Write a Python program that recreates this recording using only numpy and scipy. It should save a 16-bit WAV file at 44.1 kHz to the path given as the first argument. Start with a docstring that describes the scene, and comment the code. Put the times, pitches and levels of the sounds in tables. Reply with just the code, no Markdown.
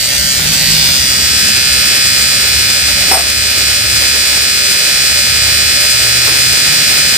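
"""A concrete workshop: an alternating-current arc welds a wheel rim, heard on a two-port microphone.
The arc snaps twice in every current cycle; rim and walls turn the snaps into a comb of steady harmonics,
different at each ear, under a hiss of gas and plasma. The microphone is still being moved at first, so
the echo pattern shifts before it settles. Dull knocks on floor and bench; a steel tool, put down once, rings.
Traffic rumbles outside, as noise and engine tones, and a fan hums as narrow bands of noise."""
import sys
import numpy as np
from scipy import signal
from scipy.fft import rfft, irfft, next_fast_len
from scipy.io import wavfile
from scipy.ndimage import uniform_filter1d

SR = 44100
rng = np.random.default_rng(int(sys.argv[2]) if len(sys.argv) > 2 else 0)


def dump(signal):
    """Clip the signal to [-1, 1] and save it as 16-bit WAV at the path in sys.argv[1]."""
    limited = np.clip(np.atleast_2d(signal).T, -1, 1)
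    pcm = np.round(limited * 32767).astype(np.int16)
    wavfile.write(sys.argv[1], SR, pcm)


N = 316197

# Arc: current frequency, and the share of a cycle between its two zero crossings
ARC_HZ, SECOND_SNAP = 65.121, .4546
# How the weld burns. Each row: time in seconds, arc gain in dB, hiss level in dB rms.
WELD_LEVELS = [(0, 1, -20), (.55, 1.5, -18), (.8, 7, -12.5), (1.2, 3, -15), (2, 4, -15), (3.1, 0.5, -15.5),
               (3.7, 2.5, -14.5), (3.85, 0.5, -15.5), (4.05, 2.5, -13), (4.5, 0.5, -17), (5.9, 3, -13.5),
               (7.17, 4, -12)]
# Harmonics that rim and walls reinforce.
# Each row: multiple of the arc frequency, left level in dB rms, right level in dB rms, before the arc gain.
STRONG_HARMONICS = [(18, -40, -50), (19, -44, -41), (20, -47, -30), (22, -30, -41), (24, -30, -30),
                    (26, -36, -27), (27, -39, -27), (28, -43, -31), (29, -38, -31), (30, -32, -38),
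                    (31, -33, -38), (33, -29, -28), (34, -48, -33), (35, -43, -29), (36, -37, -32),
                    (37, -46, -22), (38, -41, -25), (39, -31, -26), (40, -39, -26), (41, -50, -32),
                    (42, -40, -30), (44, -46, -30), (46, -29, -29), (47, -37, -36), (48, -45, -32),
                    (49, -45, -34), (50, -32, -41), (51, -34, -35), (52, -42, -35), (53, -23, -30),
                    (55, -40, -30), (57, -35, -33), (58, -36, -44), (59, -36, -33), (60, -37, -26),
                    (61, -46, -27), (62, -29, -34), (63, -36, -32), (64, -24, -21), (66, -25, -27),
                    (68, -26, -26), (69, -42, -36), (70, -23, -28), (71, -31, -27), (72, -31, -22),
                    (73, -33, -28), (74, -36, -27), (75, -23, -18), (76, -37, -31), (77, -33, -18),
                    (79, -23, -33), (81, -34, -35), (82, -22, -34), (83, -27, -49), (84, -26, -34),
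                    (85, -32, -37), (86, -30, -38), (87, -32, -52), (88, -29, -43), (90, -28, -38),
                    (91, -35, -40), (92, -26, -35), (93, -32, -40), (94, -36, -39), (95, -31, -37),
                    (96, -36, -49), (97, -35, -39), (98, -34, -45), (100, -40, -35), (103, -34, -30),
                    (105, -36, -32), (107, -46, -33), (108, -39, -35), (109, -45, -28), (111, -36, -36),
                    (112, -33, -35), (114, -34, -37), (116, -33, -35), (118, -29, -34), (120, -33, -31),
                    (122, -28, -41), (125, -36, -40), (127, -28, -42), (129, -35, -41), (131, -26, -38),
                    (132, -34, -47), (133, -25, -40), (134, -32, -42), (135, -28, -47), (136, -28, -37),
                    (142, -34, -43), (143, -36, -50), (149, -50, -37), (158, -48, -37), (164, -49, -37),
                    (165, -49, -38), (167, -45, -39), (199, -40, -46), (203, -51, -39), (204, -53, -39),
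                    (208, -40, -39), (212, -42, -39), (219, -37, -44), (225, -40, -44)]
# Outline of the weaker harmonics between them, which the echo pattern then scales.
# Each row: frequency in Hz, left level in dB, right level in dB.
WEAK_OUTLINE = [(550, -54.5, -48), (970, -56, -54), (1100, -58, -57), (2100, -46, -46), (5170, -43, -40),
                (6940, -50, -40.5), (8400, -43, -50), (9500, -43, -41), (10700, -50, -47),
                (11600, -51, -54), (12340, -47, -45), (13600, -45, -45), (14600, -42, -47),
                (15500, -49, -53)]
# Rim and bench throw each snap back. Each row: delay in seconds, left level in dB, right level in dB.
SNAP_BOUNCES = [(0, -4.5, 1), (.00035, 4.5, -20), (.0007, -11, -5.5), (.00125, -8, -8.5), (.0019, -7.5, -5),
                (.0045, -1.5, -10)]
# The direct snap and its bounces against the echo cloud. Each row: frequency in Hz, level in dB.
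DIRECT_SPECTRUM = [(1000, -13), (3000, -14), (4200, -9), (5300, -5), (6500, 1), (8600, 7), (10000, 4),
                   (11500, -1), (15000, -6)]
# Phase between the two microphone ports. Each row: frequency in Hz, lead of the left in radians.
LEFT_PORT_LEAD = [(1560, -1.4), (1700, -.6), (2150, .1), (2540, -.8), (3000, .8), (3320, 1.8), (3450, 1.3),
                  (3710, -1), (4040, .8), (4170, -1.9), (4300, -1.5), (4430, -3.4), (4560, -2.7),
                  (4623, -.4), (4690, -3.1), (4755, -3.5), (4884, -1.8), (5014, .2), (5144, -2.2),
                  (5340, -2.2), (6000, -1.6), (6750, -2), (8600, -1), (15000, 0)]
# Echo cloud of the room, and the first echoes that crowd in close behind each snap
ECHO_T60_S, SHARED_ECHO = .3, .99   # decay; likeness of the ears below the treble, 0-1
EARLY_DB, EARLY_T60_S = 10.5, .02
# With the microphone at rest: place of the first snap in the cycle, its strength against the second
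SETTLED_SNAP_S, SETTLED_FIRST_SHARE = .00707, .9
# Colour of the passing patterns against the settled one.
# Each row: frequency in Hz, left level in dB, right level in dB.
PASSING_COLOUR = [(1300, -11, -4), (1900, -4, -1), (2500, -4, -6), (3300, -3, -1), (3900, -7, -5),
                  (4600, -2, 1), (4980, -6, -9), (5500, -4, -4), (6800, 1, -1), (8500, -4, -5),
                  (12000, 0, 0)]
# The bare snaps, heard past the shifting echoes: bright clicks, the first one weaker
BARE_SNAP_DB, BARE_FIRST_SHARE, BARE_FROM_HZ, BARE_SNAP_S = -1.5, .24, 4900, .0063
# Settling: halfway time, steepness, and the share of shifting pattern that stays, 0-1
SETTLE_S, SETTLE_SHARPNESS, RESTLESS = 1.58, 3.4, .093
# Main resonances of the rim. Each row: frequency in Hz, width in Hz.
RIM_RESONANCES = [(3450, 150), (4900, 330)]
RIM_TURNS_S, RIM_TURN_LENGTH_S = .75, .05   # they come round to the microphone and settle first
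FLUTTER_DB, FLUTTER_RATE_HZ, FLUTTER_FROM_HZ = 1.27, 22, 5780   # unsteady level of two treble bands
# Colour of gas and plasma. Each row: frequency in Hz, relative density in dB per Hz.
HISS_SPECTRUM = [(250, -6), (600, -5), (900, -8), (1070, -13), (1250, -8), (1500, -3), (2400, 0),
                 (4500, -2), (7000, -4), (8800, -4), (11000, -9), (12200, -12), (14000, -9), (15600, -9)]

# Knocks on floor and bench.
# Each row: start in seconds, thud level in dB, bench ring in dB, bench pitch ratio, steel ring in dB,
# thud decay t60 in seconds.
KNOCK_EVENTS = [(.39, -18, -40, 1, -40, 0.18), (2.855, -24, -45, 1, -38, .1),
                (3.112, -6, -5, 1.03, -5, 0.12), (3.132, -10, -5, 1, -13, .12),
                (3.150, -16, -9, .86, -26, 0.2), (3.169, -18, -12, .93, -26, .2),
                (3.190, -21, -16, .9, -19, 0.35), (4.015, -17, -40, 1, -40, 0.26),
                (6.27, -15, -40, 1, -40, 0.4)]
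# Dull noise of a thud. Each row: frequency in Hz, relative density in dB per Hz.
THUD_SPECTRUM = [(250, -11), (350, -4), (720, -4.5), (950, -5.5), (1300, -3.5), (2500, -4), (5000, -23),
                 (12000, -13)]
# Modes of the bench top, at pitch ratio 1.
# Each row: frequency in Hz, relative level in dB, t60 in seconds, swell time in seconds.
BENCH_MODES = [(345, -16, .12, .003), (520, -14, .1, .003), (760, 0, .14, .002), (900, -3, .09, .006),
               (1055, -11, .07, .004), (1330, -10, .07, .006), (1750, -9, .05, .001)]
# Modes of the steel tool.
# Each row: frequency in Hz, relative level in dB, t60 in seconds, swell time in seconds.
STEEL_MODES = [(5329, 2, .16, .002), (8440, 2, .22, .025), (8783, -3, .2, .003), (8830, -6, .2, .003),
               (9384, -11, .2, .005), (13950, -10, .15, .005), (14020, -7, .18, .005)]
RATTLE_DB, RATTLE_RATE_HZ = 1.5, 60   # unsteady ring as the tool chatters

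# Traffic outside. Each row: time in seconds, deep rumble in dB, upper rumble in dB.
TRAFFIC_LEVELS = [(0, -31.5, -35.5), (.5, -29.5, -29), (.88, -21.5, -25), (1.2, -27.5, -26.5),
                  (2.5, -28.5, -31.5), (3.1, -27.5, -29), (4.2, -30.5, -31.5), (4.9, -32.5, -33),
                  (5.4, -29.5, -32.5), (5.9, -29.5, -31.5), (7.17, -29, -28.5)]
# Deep rumble. Each row: frequency in Hz, relative density in dB per Hz.
DEEP_SPECTRUM = [(35, -15), (50, -12), (72, 3.5), (90, -10), (110, -9)]
# Upper rumble. Each row: frequency in Hz, relative density in dB per Hz.
UPPER_SPECTRUM = [(70, -39), (105, -2.5), (155, -3), (210, -5), (300, -12), (400, -59)]
RUMBLE_LUMP_DB, RUMBLE_LUMP_RATE_HZ = 1, 1.2
LORRY_HZ = 52.4   # a lorry passes early on
# Orders of the lorry's note. Each row: multiple of its frequency, relative level in dB.
LORRY_NOTE_ORDERS = [(1, -10), (2, -16), (3, 1), (4, -8.5)]
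# Throb of the lorry's note. Each row: time in seconds, level shared by all orders in dB.
LORRY_THROB = [(.1, -45), (.25, -29), (.36, -41), (.49, -22), (.57, -35), (.74, -19), (.98, -33),
               (1.09, -29), (1.25, -48)]
# Engine notes of other vehicles.
# Each row: start in seconds, length in seconds, first pitch in Hz, last pitch in Hz, level in dB.
ENGINE_NOTES = [(1.25, 0.76, 74.9, 74.3, -33.5), (1.4, 0.15, 211, 212, -32.5),
                (1.75, 0.69, 207.3, 210, -37.5), (2.0, 0.71, 106, 109.5, -33),
                (2.41, 2.01, 73.6, 67.9, -30.5), (3.302, 0.8, 105.5, 103.3, -30.5),
                (5.15, 0.53, 106, 103.2, -33), (5.405, 0.3, 75.7, 73.2, -30),
                (5.925, 0.64, 114, 126.3, -27), (6.602, 0.5, 150.3, 154, -30.5)]
NOTE_FADE_S, NOTE_WAVER_DB = .025, 1
# Hum of a cooling fan. Each row: frequency in Hz, width in Hz, level in dB before it leans right.
FAN_RESONANCES = [(405.5, 1.3, -44.5), (581.7, 12, -37)]
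LEAN_RIGHT_DB = [[-1.2], [1.2]]   # traffic and fan, left and right
# Noise at the two ears. Each row: frequency in Hz, left-right likeness from 0 to 1.
EAR_LIKENESS = [(60, 0.78), (130, 1), (290, 0.78), (640, 0.41), (1400, 0.28), (3100, 0.12), (15000, 0.034)]

# Recorder: duck threshold, dB of duck per dB above it, onset, fall of the held excess, top of the band
CEILING_DB, SQUEEZE, ATTACK_S, EXCESS_FALL_DB_S, CUTOFF_HZ = -9, .67, .017, 4, 15576


def arc(gain_db, shifting):
    """A settled echo pattern, blended with patterns that come and go while microphone or welder moves."""
    settled = snap_harmonics()
    hz = ARC_HZ * np.arange(1, settled.shape[1] + 1)
    level = abs(settled) * from_db([at_hz(WEAK_OUTLINE, hz, 1), at_hz(WEAK_OUTLINE, hz, 2)])
    for multiple, left_db, right_db in STRONG_HARMONICS:
        level[:, round(multiple) - 1] = from_db([left_db, right_db])
    colour = causal_phase(np.linalg.norm(level, axis=0) / np.linalg.norm(settled, axis=0))
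    colour = np.exp(1j * colour / (1 + (hz / 7000) ** 16))   # the treble keeps the shape of the bounces
    steady = play_cycle(level * colour * settled / abs(settled))
    blend = np.sqrt(1 - shifting ** 2) * steady + shifting * passing_patterns(level, hz)
    # within the rim's resonances the settled pattern takes over early
    rim = sum(resonance(steady - blend, rim_hz, width_hz) for rim_hz, width_hz in RIM_RESONANCES)
    turned = 1 / (1 + np.exp((RIM_TURNS_S - np.arange(N) / SR) / RIM_TURN_LENGTH_S))
    return from_db(gain_db) * flutter(blend + turned * rim)


def snap_harmonics(count=240, size=4096, order=12):
    """Harmonics of the two snaps at each ear: a direct click with bounces and a dying cloud of echoes."""
    multiple = np.arange(1, count + 1)
    hz = multiple * ARC_HZ
    shared = SHARED_ECHO / (1 + (hz / 7000) ** 16)   # treble echoes differ between the ears

    age = np.arange(order * size) / size / ARC_HZ
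    decay = from_db(-60 * age / ECHO_T60_S) + from_db(EARLY_DB - 60 * age / EARLY_T60_S)
    echoes = rng.standard_normal((3, order * size)) * decay
    wrapped = echoes.reshape(3, order, size).sum(axis=1)   # echoes last into later cycles
    cloud = rfft(wrapped)[:, multiple]
    cloud = np.sqrt(shared) * cloud[2] + np.sqrt(1 - shared) * cloud[:2]
    cloud = cloud / np.sqrt(np.mean(abs(cloud) ** 2))

    bounce = sum(from_db([[left_db], [right_db]]) * np.exp(-2j * np.pi * hz * s)
                 for s, left_db, right_db in SNAP_BOUNCES)
    bounce = np.sqrt(shared) * bounce[1] + np.sqrt(1 - shared) * bounce
    heard = cloud + from_db(at_hz(DIRECT_SPECTRUM, hz)) * bounce / np.sqrt(2)
    heard[0] *= np.exp(1j * at_hz(LEFT_PORT_LEAD, hz))
    snaps = SETTLED_FIRST_SHARE + np.exp(-2j * np.pi * multiple * SECOND_SNAP)
    return heard * snaps * np.exp(-2j * np.pi * hz * SETTLED_SNAP_S) / 1.76


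def passing_patterns(level, hz):
    """Seven echo patterns drift in and out past the bare snaps, as heard from a moving microphone."""
    outline = np.sqrt(uniform_filter1d(level ** 2, size=21))
    outline = outline / (1 + (1250 / hz) ** 8)   # little buzz below the rim's range
    outline = outline * from_db([at_hz(PASSING_COLOUR, hz, 1), at_hz(PASSING_COLOUR, hz, 2)])
    weights = np.array([drift(3.1) for k in range(7)])
    weights /= np.sqrt(np.sum(weights ** 2, axis=0))   # the colour shifts, the loudness stays
    passing = 0
    for weight in weights:   # each pattern arrives with a delay of its own
        pattern = snap_harmonics() * np.exp(-2j * np.pi * rng.random() * hz / ARC_HZ)
        pattern = pattern / np.sqrt(uniform_filter1d(abs(pattern) ** 2, size=25))
        passing = passing + weight * play_cycle(outline * pattern)
    bare = BARE_FIRST_SHARE + np.exp(-2j * np.pi * SECOND_SNAP * hz / ARC_HZ)
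    bare = bare * np.exp(-2j * np.pi * hz * BARE_SNAP_S)
    bare = bare / (1 - 1j * BARE_FROM_HZ / hz) ** 2   # sharp clicks without their lows
    return passing + from_db(BARE_SNAP_DB) * play_cycle(outline * bare)


def play_cycle(harmonics, size=8192):
    """Repeat one cycle, given by the rms of its harmonics, at the arc frequency."""
    cycle = irfft(np.pad(harmonics, ((0, 0), (1, 0))), size) * size / np.sqrt(2)
    place = np.arange(N) * ARC_HZ / SR % 1 * size
    return np.array([np.interp(place, np.arange(size + 1), np.append(c, c[0])) for c in cycle])


def causal_phase(gain, size=512):
    """Phase of the minimum-phase filter with these harmonic gains: it rings after a snap, never before."""
    log_gain = np.log(np.pad(gain, (1, size // 2 - len(gain)), mode="edge"))
    fold = np.r_[1, np.full(size // 2 - 1, 2), 1, np.zeros(size // 2 - 1)]
    return rfft(irfft(log_gain, size) * fold).imag[1:len(gain) + 1]


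def flutter(x):
    """Each of two treble bands has an unsteady level of its own."""
    out = x
    for low_hz in FLUTTER_FROM_HZ * 1.6 ** np.arange(2):
        band_filter = signal.butter(1, [low_hz, low_hz * 1.6], "band", fs=SR, output="sos")
        band = signal.sosfilt(band_filter, x)
        out = out + (from_db(FLUTTER_DB * drift(FLUTTER_RATE_HZ)) - 1) * band
    return out


def hiss(level_db):
    """Shielding gas and plasma: coloured noise that swells a little after each snap."""
    turn = 2 * np.pi * ARC_HZ * np.arange(N) / SR
    swell_db = 1.74 * np.cos(2 * turn - .8)
    return from_db(level_db + swell_db + 1.63 * drift(13.3)) * coloured_noise(HISS_SPECTRUM)


def knocks():
    """Dying bursts of dull noise; bench and steel modes ring on top, their phases apart at the two ears."""
    t, thud, out = np.arange(N) / SR, coloured_noise(THUD_SPECTRUM), np.zeros((2, N))
    places = rng.uniform(0, 4.7, (len(STEEL_MODES), 2, 1))
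    rattle = from_db(RATTLE_DB * drift(RATTLE_RATE_HZ))
    for s, thud_db, bench_db, pitch, steel_db, t60 in KNOCK_EVENTS:
        age = np.maximum(t - s, 0)
        out += (1 - np.exp(-age / .002)) * from_db(thud_db - 60 * age / t60) * thud
        near = slice(round(s * SR), round(s * SR) + SR // 2)   # each ring is kept for half a second
        rings = [(BENCH_MODES, bench_db, .3, pitch), (STEEL_MODES, steel_db, .6, 1)]
        for modes, ring_db, spread, ratio in rings:
            for (hz, mode_db, mode_t60, swell_s), place in zip(modes, places):
                decay = from_db(ring_db + mode_db - 60 * age[near] / mode_t60)
                rise = 1 - np.exp(-age[near] / swell_s)
                wave = np.sin(2 * np.pi * hz * ratio * t[near] + spread * place)
                out[:, near] += rattle[near] * rise * decay * wave
    return out


def traffic():
    """Two bands of lumpy rumble and the engine notes outside, a little louder on the right."""
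    deep_db, upper_db = in_time(TRAFFIC_LEVELS)
    rumble = 0
    for db, spectrum in [(deep_db, DEEP_SPECTRUM), (upper_db, UPPER_SPECTRUM)]:
        lumps_db = RUMBLE_LUMP_DB * drift(RUMBLE_LUMP_RATE_HZ)
        rumble = rumble + from_db(db + lumps_db) * coloured_noise(spectrum)
    return (rumble + engines()) * from_db(LEAN_RIGHT_DB)


def engines():
    """The lorry's orders share one throbbing level; the other notes glide evenly, fade in and out, waver."""
    t = np.arange(N) / SR
    throb_db, = in_time(LORRY_THROB)
    lorry = sum(from_db(db) * tone(np.full(N, LORRY_HZ * k)) for k, db in LORRY_NOTE_ORDERS)
    out = from_db(throb_db) * lorry
    waver_db = NOTE_WAVER_DB * drift(1.9)
    for s, length, first_hz, last_hz, db in ENGINE_NOTES:
        fade = np.clip(np.minimum(t - s, s + length - t) / NOTE_FADE_S, 0, 1)
        glide_hz = np.interp(t, [s, s + length], [first_hz, last_hz])
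        out = out + fade * from_db(db + waver_db) * tone(glide_hz)
    return out


def fan():
    """Blade hum: noise in narrow resonances, a little louder on the right."""
    hum = sum(from_db(db) * rms_one(resonance(rng.standard_normal(N), hz, width_hz))
              for hz, width_hz, db in FAN_RESONANCES)
    return hum * from_db(LEAN_RIGHT_DB)


def coloured_noise(spectrum):
    """Stereo noise of rms 1 with a given spectrum and a left-right likeness by frequency."""
    size = next_fast_len(N)
    hz = np.maximum(np.arange(size // 2 + 1) * SR / size, 1)
    mid, side = rfft(rng.standard_normal((2, size)))
    alike = np.clip(at_hz(EAR_LIKENESS, hz), 0, 1)
    inside = (hz > spectrum[0][0]) & (hz < spectrum[-1][0] * 1.1)
    pair = np.sqrt(1 + alike) * mid + np.sqrt(1 - alike) * side * [[1], [-1]]
    return rms_one(irfft(pair * from_db(at_hz(spectrum, hz)) * inside, size)[:, :N])


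def resonance(x, hz, width_hz):
    """A two-pole peak of gain about 1."""
    r = np.exp(-np.pi * width_hz / SR)
    poles = [1, -2 * r * np.cos(2 * np.pi * hz / SR), r * r]
    return signal.lfilter(np.array([1, 0, -1]) * (1 - r * r) / 2, poles, x)


def tone(hz):
    """A sine of rms 1 that follows a pitch given for each sample."""
    return np.sqrt(2) * np.sin(2 * np.pi * np.cumsum(hz) / SR)


def drift(rate_hz):
    """Random wandering of rms 1: noise through two equal low-pass poles, drawn every 40 samples."""
    r = np.exp(-80 * np.pi * rate_hz / SR)
    slow = signal.lfilter([1], [1, -2 * r, r * r], rng.standard_normal(N // 40 + 2002))
    slow = slow[2000:]   # skip the filter's start
    return np.interp(np.arange(N) / 40, np.arange(len(slow)), rms_one(slow))


def from_db(db):
    """Decibels to gain."""
    return 10 ** (np.asarray(db) / 20)


def rms_one(x):
    """Scale to rms 1."""
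    return x / np.sqrt(np.mean(x ** 2) + 1e-20)


def in_time(rows):
    """Columns of a curve table, one value a sample."""
    s, *columns = np.transpose(rows)
    return [np.interp(np.arange(N) / SR, s, c) for c in columns]


def at_hz(points, hz, column=1):
    """Read a column of a spectrum table on a log-frequency axis."""
    points = np.array(points)
    return np.interp(np.log(hz), np.log(points[:, 0]), points[:, column])


def scene():
    """Arc, hiss, knocks, traffic and fan; the echo pattern settles as the microphone comes to rest."""
    gain_db, hiss_db = in_time(WELD_LEVELS)
    moving = 1 / (1 + (np.arange(N) / SR / SETTLE_S) ** SETTLE_SHARPNESS)
    shifting = RESTLESS + (1 - RESTLESS) * moving
    return arc(gain_db, shifting) + hiss(hiss_db) + knocks() + traffic() + fan()


def record(dry):
    """Gain control ducks after loud moments and recovers steadily; peaks clip; the top is cut."""
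    power = uniform_filter1d(np.mean(dry ** 2, axis=0), size=1354, origin=600)   # mostly the last 30 ms
    excess_db = np.maximum(10 * np.log10(power + 1e-12) - CEILING_DB, 0)
    climb = EXCESS_FALL_DB_S * np.arange(N) / SR
    held_db = np.maximum.accumulate(excess_db + climb) - climb   # holds each peak, falling steadily
    r = np.exp(-1 / (ATTACK_S * SR))
    duck_db = SQUEEZE * signal.lfilter([1 - r], [1, -r], held_db)
    clipped = np.clip(dry * from_db(-duck_db), -.92, .92)
    cut = signal.ellip(12, .5, 60, CUTOFF_HZ, fs=SR, output="sos")
    return np.clip(signal.sosfilt(cut, clipped), -1, 1)


dry = scene()
out = record(dry)
dump(out)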